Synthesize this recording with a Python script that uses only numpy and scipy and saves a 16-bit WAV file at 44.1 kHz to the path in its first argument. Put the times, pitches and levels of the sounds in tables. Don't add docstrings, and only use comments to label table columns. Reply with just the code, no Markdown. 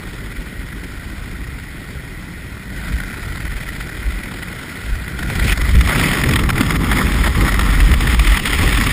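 import sys
import numpy as np
from scipy import signal
from scipy.fft import rfft, irfft, next_fast_len
from scipy.io import wavfile
from scipy.ndimage import uniform_filter1d

SR = 44100
rng = np.random.default_rng(int(sys.argv[2]) if len(sys.argv) > 2 else 0)


def nominal_scale(level):
    x = np.asarray(level, float) / 20
    return 10 ** x


def wav_record(signal):
    frames = np.transpose(np.atleast_2d(signal))
    bounded = np.clip(frames, -1, 1)
    quanta = np.round(bounded * 32767).astype(np.int16)
    wavfile.write(sys.argv[1], SR, quanta)


N = 393372
HOLD_HZ = 12000
EDGE_SHARPER = 5.5


def evened(x):
    return x / np.sqrt(np.mean(x ** 2) + 1e-20)


def read(points, hz):
    f, value = np.transpose(points)
    return np.interp(np.log(hz + 1), np.log(f + 1), value)


def columns(rows, t):
    s, *rest = np.transpose(rows)
    return [np.interp(t, s, column) for column in rest]


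def bumps(rows, t, sharper=1):
    s, half, *lift = np.transpose(rows)
    grid = np.arange(0, N / SR, .001)
    u = (grid[:, None] - s) / half
    steepness = np.where(u * lift[0] > 0, sharper, 1)
    bell = np.exp(-(u * steepness) ** 2)
    return [np.interp(t, grid, bell @ db) for db in lift]


def filtered(x, hz, kind):
    return signal.sosfilt(signal.butter(2, hz, kind, fs=SR, output="sos"), x)


def chance(hz):
    return evened(filtered(rng.standard_normal(N), hz, "low"))


def flutter(low_hz, high_hz):
    return evened(filtered(rng.standard_normal(N), [low_hz, high_hz], "band"))


def steadied(x, share, seconds):
    width = int(seconds * SR)
    power = abs(uniform_filter1d(uniform_filter1d(x ** 2, width), width))
    return evened(x / (power + 1e-9) ** (share / 2))


def noise(colour_db, size, patchy_db):
    frames, hz = 4 * N // size + 5, np.fft.rfftfreq(size, 1 / SR)
    real, imaginary, patches = rng.standard_normal((frames, len(hz), 3)).T
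    patches = evened(uniform_filter1d(uniform_filter1d(patches, 6, 0), 10, 1))
    gain = nominal_scale(colour_db(hz[:, None], np.arange(frames)[None] * size / 4 / SR))
    gain = gain / np.sqrt((gain ** 2).mean(0))
    spectra = (real + 1j * imaginary) * gain * nominal_scale(patchy_db * patches)
    return evened(signal.istft(spectra, nperseg=size, noverlap=3 * size // 4)[1][:N])


# time in seconds,
# place from 0 (in the cabin) to 1 (in the slipstream), depth of the hiss flutter in dB.
EXPOSURE = [
    (0, 0.29, 2),
    (2.6, 0.23, 0.76),
    (2.9, 0, 2.5),
    (4.4, 0.31, 2),
    (5.0, 0.072, 0.8),
    (5.3, 0.18, 2.5),
    (5.9, 0.68, 2),
    (6.8, 1, 2.5),
    (8, 0.89, 1.5),
    (8.92, 1, 3),
]
# frequency in Hz, strength in dB per Hz.
CABIN_HISS = [(350, -40), (600, -11), (1290, -12.5), (1420, 3), (1730, -8), (1930, 4.5), (2250, -6.5),
              (2450, -4), (2670, -15.5), (3080, -11), (3800, -14), (5410, -18), (5900, -7.5), (7670, -59),
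              (13000, -120)]
# frequency in Hz, strength in dB per Hz.
STREAM_HISS = [(350, -30), (600, -9.5), (741, -9), (823, -9), (923, -5.5), (1350, 0.5), (1560, -7),
               (1930, 3), (2720, -9), (3520, -6.5), (3870, -14), (4510, -17), (5010, -11.5), (5520, -15),
               (5900, -10.5), (7670, -67), (13000, -120)]


def hiss_colour(hz, s):
    out = np.clip(columns(EXPOSURE, s)[0], 0, 1)
    warm_db = columns(RUSH, s)[1]
    treble_db = bumps(GUSTS, s, EDGE_SHARPER)[1] - 0.42 * warm_db
    treble_share = 0.9 * np.interp(hz, [1970, 2560, 3200, 3750], [0.17, 1, 0.64, 0.4])
    above = treble_share * (treble_db - treble_db.mean())
    below = np.clip((1800 - hz) / 300, 0, 1) * 0.35 * (warm_db - warm_db.mean())
    return (1 - out) * read(CABIN_HISS, hz) + out * read(STREAM_HISS, hz) + above + below


def shadow(t):
    length_s, lift_db = 0.013, -0.5
    return bumps([(s, length_s, lift_db) for s, db in PUFFS + STREAM_PUFFS], t)[0]


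# time in seconds, steady hiss level in dB,
# turn away from the stream in dB (positive is warmer, negative is brighter).
RUSH = [(0, -34.5, 1.5), (2.7, -35.5, 1.5), (2.78, -30.5, 1), (3.0, -31, 4), (3.75, -32, 0),
        (4.84, -31, 0.5), (5.14, -31.5, 2.5), (5.4, -25.5, 2), (5.83, -28, -8), (5.9, -17.5, 4),
        (6.05, -17.5, -1), (6.25, -24, -3), (6.8, -24, 3), (7.1, -23.5, -0.5), (7.7, -23.5, -0.5),
        (8.1, -23, -3.5), (8.45, -20, -6.5), (8.92, -20, -4)]
# time of the sudden edge in seconds, length in seconds, hiss lift in dB, treble lift in dB.
GUSTS = [(5.525, 0.065, 9.5, 20), (5.535, 0.077, -4, -10), (5.70, 0.12, 2.5, -8), (5.815, 0.015, 4, 0),
         (5.97, 0.03, -3, 6), (6.16, 0.22, 0.5, 1), (6.275, 0.013, -4, 1), (6.375, 0.0093, -6, -5),
         (6.445, 0.098, -5.5, -5), (6.512, 0.018, -17, -11), (6.66, 0.031, -1, 5), (6.775, 0.02, -14, -7),
         (7.017, 0.084, 6.5, -11), (7.285, 0.045, 7.5, -9), (7.292, 0.046, -6, -8), (7.49, 0.046, 6, -8),
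         (7.54, 0.15, -2.5, -4), (7.74, 0.14, 3, 0), (7.952, 0.043, -5.5, -1), (8.145, 0.052, 4, 3),
         (8.152, 0.065, -7.5, 3), (8.28, 0.032, 3.5, 8), (8.378, 0.045, 3, 4), (8.385, 0.0095, -9, -6),
         (8.41, 0.028, -12, 8), (8.75, 0.27, 0.5, 1.5)]


def rush(t):
    level_db = columns(RUSH, t)[0] + bumps(GUSTS, t, EDGE_SHARPER)[0]
    depth_db = columns(EXPOSURE, t)[1]
    flutter_db = depth_db * (flutter(low_hz=11.4, high_hz=49.4) + 0.62 * flutter(low_hz=55, high_hz=162))
    fizz = filtered(noise(hiss_colour, size=1024, patchy_db=0.0), 3600, "high")
    fizz = nominal_scale(uniform_filter1d(level_db, int(.25 * SR)) - 5) * fizz
    hiss = steadied(noise(hiss_colour, size=512, patchy_db=1.37), share=1.0, seconds=0.05)
    return nominal_scale(level_db - 1.5 + flutter_db + shadow(t)) * hiss + fizz


# time in seconds, peak level in dB.
DOOR_PUFFS = [(2.881, -19), (3.001, -15), (3.1133, -22), (3.1678, -26), (3.2833, -26), (3.375, -19.5),
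              (3.4507, -18), (3.516, -21), (3.6018, -22), (3.689, -19), (3.761, -20.5), (3.8073, -16),
              (4.0368, -26), (4.1206, -20), (4.188, -21), (4.235, -18.5), (4.4264, -16), (4.4838, -23),
              (4.762, -23.5), (4.8969, -20), (4.953, -18.5), (5.0785, -18)]
# time in seconds, peak level in dB.
PUFFS = [(5.1897, -9), (5.2273, -9.5), (5.3, -8), (5.354, -8), (5.395, -7), (5.4427, -7.5), (5.4788, -6),
         (5.5235, -4.5), (5.5747, -7.5), (5.6143, -6.5), (5.6905, -10), (5.752, -6.5), (5.788, -9),
         (5.809, -3), (5.873, -4.5), (5.9034, -13), (6.1316, -4), (6.17, -6.5), (6.2136, -10),
         (6.2363, -3.5), (6.2884, -3.5), (6.3093, -6), (6.335, -3.5), (6.3577, -1.5), (6.3906, -4),
         (6.4357, -7.5), (6.4906, -3.5), (6.502, -2), (6.5294, -14), (6.556, -8.5)]
# time in seconds, peak level in dB.
STREAM_PUFFS = [(6.578, -6), (6.6086, 0), (6.7062, -3), (6.758, -6.5), (6.914, -1.5), (7.26, -7),
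                (7.35, -10), (7.4085, -8), (7.4636, -8), (7.5195, -5), (7.541, -5.5), (7.592, -2),
                (7.6098, -6), (7.6306, -11), (7.8029, -2.5), (7.914, -6), (7.938, -3.5), (8.006, -3),
                (8.071, -3), (8.097, -8), (8.1447, -4.5), (8.1934, -2), (8.2206, -13), (8.248, -10),
                (8.2737, -7), (8.319, -5.5), (8.3717, -4.5), (8.454, -3.5), (8.81, -4.5), (8.87, -7)]


def puffs(t):
    dull = steadied(noise(hiss_colour, size=512, patchy_db=1.5), share=0.2, seconds=0.0056)
    bright = evened(filtered(dull, [2300, 4200], "band"))
    door_puffs = [(s, db + 2.5) for s, db in DOOR_PUFFS]
    out = np.zeros(N)
    for s, db in door_puffs + PUFFS + STREAM_PUFFS:
        treble_db = 2.5 + 6.7 * db
        start = round(s * SR)
        at = slice(start - 400, start + 2000)
        u = (t[at] - s - .0018) / 0.0089
        shape = np.exp(-(u * np.where(u < 0, 3.8, 1.5)) ** 2)
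        out[at] += nominal_scale(db - 11.0) * shape * (dull[at] + 0.13 * nominal_scale(treble_db) * bright[at])
    return out


# frequency in Hz, strength in dB per Hz.
CABIN_ROAR = [(100, 3), (170, -9), (204, -1), (291, -2), (458, -11), (772, -20), (900, -28), (1170, -25),
              (1980, -120)]
# frequency in Hz, strength in dB per Hz.
ROAR = [(100, -13), (170, -10.5), (243, -1), (576, -19), (730, -34), (822, -15.5), (900, -30), (1170, -14),
        (1980, -120)]


def roar_colour(hz, s):
    out = np.clip(columns(EXPOSURE, s)[0], 0, 1)
    cabin = read(CABIN_ROAR, hz) + 2.3 * np.exp(-((hz - 400) / 55) ** 2)
    return (1 - out) * cabin + out * read(ROAR, hz)


def small_eddies(t):
    small_db = bumps(SURGES, t)[1]
    rumble_db, hz = columns(BUFFET, t)
    air_db, turn_db = (uniform_filter1d(c, int(0.21 * SR)) for c in columns(RUSH, t))
    from_rumble_db = rumble_db - 15.5 + 0.26 * (hz - 55)
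    both = nominal_scale(from_rumble_db) ** 2 + nominal_scale(air_db - 4.5) ** 2
    throb_db = 10 * np.log10(both) + small_db + 0.74 * turn_db
    gust_db = bumps(GUSTS, t, EDGE_SHARPER)[0]
    roar_db = air_db - 3 + 0.72 * small_db + 0.66 * turn_db + 0.36 * gust_db
    return throb_db, roar_db


# frequency in Hz, strength in dB per Hz.
THROB = [(53, -26), (90, -3), (200, -4), (260, -42), (440, -120)]


def roar(t):
    throb_db, roar_db = small_eddies(t)
    throb = noise(lambda f, s: read(THROB, f) + 0 * s, size=4096, patchy_db=2.0)
    throb = nominal_scale(throb_db + 1.8) * steadied(throb, share=0.75, seconds=0.071)
    body = steadied(noise(roar_colour, size=2048, patchy_db=-1.0), share=0.82, seconds=0.16)
    return throb + nominal_scale(roar_db + 0.7 + 2.04 * chance(hz=26.6)) * body


# time in seconds, peak level in dB, pitch in Hz.
THUMPS = [
    (0.378, -8, 41.5),
    (0.579, -11, 48.6),
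    (2.929, -5, 59.2),
    (3.48, -10, 51.1),
    (4.079, -5, 47.4),
    (4.918, 1.5, 42),
    (5.762, -14, 62),
    (8.045, -1, 62.4),
    (8.188, 0, 60),
    (8.291, -10, 60.5),
]


def thumps(t):
    out = np.zeros(N)
    for s, db, hz in THUMPS:
        swell = np.exp(-((t - s - .015) / 0.016) ** 2)
        out += nominal_scale(db - 8.5) * swell * np.sin(2 * np.pi * hz * (t - s))
    return out


# time in seconds, rumble level in dB, eddy pitch in Hz.
BUFFET = [(0, -35.5, 48.6), (1.04, -29, 51.6), (1.9, -30.5, 71), (2.55, -33.5, 65.5), (2.85, -27, 56),
          (3.7, -27.5, 50.7), (4.4, -36.5, 55), (4.84, -32, 56), (5.15, -27.5, 50), (5.42, -14, 64),
          (5.8, -12.5, 61), (5.9, -22, 61), (6.3, -17, 55), (7.13, -15.5, 58.6), (7.55, -11.5, 48),
          (7.9, -9.5, 52.5), (8.3, -13, 48), (8.92, -16.5, 42.4)]
# centre in seconds, half length in seconds,
# lift of the large eddies in dB, lift of the small eddies in dB.
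SURGES = [(0.2, 0.11, 5.5, 0.5), (1.71, 0.027, -1.5, -5), (2.95, 0.071, 4.5, -0.5), (3.13, .06, -8, -3.5),
          (3.25, .06, 6.5, -1.5), (3.53, 0.075, 7.5, -4), (4.1, 0.097, 13.5, -2.5), (4.68, 0.098, -2, -4),
          (4.82, 0.035, -1, -1), (4.93, 0.076, 10, -2.5), (5.56, 0.013, -13, -12), (5.78, 0.063, 7, 9.5),
          (6.16, 0.031, -12, 3), (6.31, 0.077, -0.5, 10.5), (6.46, 0.063, 7, 3.5), (6.57, 0.029, 6, 2.5),
          (6.76, 0.24, -2, 3.5), (7.0, 0.036, 1, 1), (7.33, 0.029, -1.5, -15), (7.4, 0.1, -0.5, 6.5),
          (7.5, 0.032, -5, -3), (7.8, .07, 4.5, -1.5), (7.92, 0.032, 3.5, 7.5), (8.05, 0.026, 3.5, 7.5),
          (8.2, 0.059, 1, -0.5), (8.3, 0.034, 4, -1.5), (8.44, 0.078, -6, 0.5), (8.65, 0.057, 7, 5),
          (8.82, 0.071, 1.5, -0.5)]
# frequency in Hz, strength in dB per Hz.
RUMBLE = [(8.8, -28), (15, -15), (32, -5), (49, 1), (97, -13.5), (130, -21), (170, -41), (290, -120)]


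def rumble(t):
    level_db, hz = columns(BUFFET, t)
    level_db = level_db + bumps(SURGES, t)[0]
    wide = noise(lambda f, s: read(RUMBLE, f) + 0 * s, size=8192, patchy_db=3.0)
    turn = np.exp(2j * np.pi * np.cumsum(hz) / SR)
    r = np.exp(-np.pi * 22 / SR)
    shed = rng.standard_normal(N) / turn
    for _ in range(2):
        shed = signal.lfilter([1 - r], [1, -r], shed)
    shed = evened((turn * shed).real)
    return nominal_scale(level_db - 0.5) * steadied(shed + 1.68 * wide, share=0.31, seconds=0.089)


def scene():
    t = np.arange(N) / SR
    return (rush(t) + puffs(t) + roar(t) + thumps(t) + rumble(t))[None]


def masked(x, margin_db, from_hz):
    hz, _, z = signal.stft(x, SR, "cosine", 2048, 1024, boundary="even")
    f = hz[:, None]
    power = abs(z) ** 2 * (f > from_hz / 2)
    middle = np.minimum(np.arange(len(hz)) // 8 * 8 + 4, 1024)
    narrow = uniform_filter1d(uniform_filter1d(power, size=8, axis=1), size=3, axis=2)[:, middle]
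    flicker = uniform_filter1d(rng.standard_normal(power.shape), size=3, axis=2)[:, middle]
    narrow = narrow * nominal_scale(8.8 * flicker)
    wide = abs(uniform_filter1d(uniform_filter1d(power, size=241, axis=1), size=3, axis=2))
    loudness = wide.mean(1, keepdims=True) / wide.mean()
    limit = wide * nominal_scale(2 * margin_db + 6 * (f / HOLD_HZ - 1)) / (loudness + .001) ** .1
    keep = (narrow > limit) | (f < from_hz)
    return signal.istft(z * keep, SR, "cosine", 2048, 1024)[1][:, :N]


def band_limit(x):
    return signal.sosfilt(signal.butter(12, 16220, fs=SR, output="sos"), x)


def record(dry):
    size, clip = next_fast_len(N), .69
    hz = np.fft.rfftfreq(size, 1 / SR)
    bass = hz ** 2 / (hz ** 2 + 17 ** 2)
    lowpass_db = -16 * np.clip((hz - 5450) / 280, 0, 1) - 80 * (hz > HOLD_HZ / 2)
    band = irfft(rfft(dry, size) * bass * nominal_scale(lowpass_db), size)
    clipped = np.clip(band, -clip, clip)
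    images = clipped * (1 + 2 * np.cos(2 * np.pi * HOLD_HZ * np.arange(size) / SR))
    top_db = np.interp(hz, [11400, 11600, 12400, 12600, 14500, 15100, 15330, 15800, 15900],
                       [0, 2, 2, 0, 1, 0, -10, -17, -70])
    held = irfft(rfft(images) * np.sinc(hz / HOLD_HZ) * nominal_scale(top_db), size)
    mix = masked(held[:, :N], margin_db=-9.0, from_hz=5300)
    return band_limit(mix)


dry = scene()
out = record(dry)
wav_record(out)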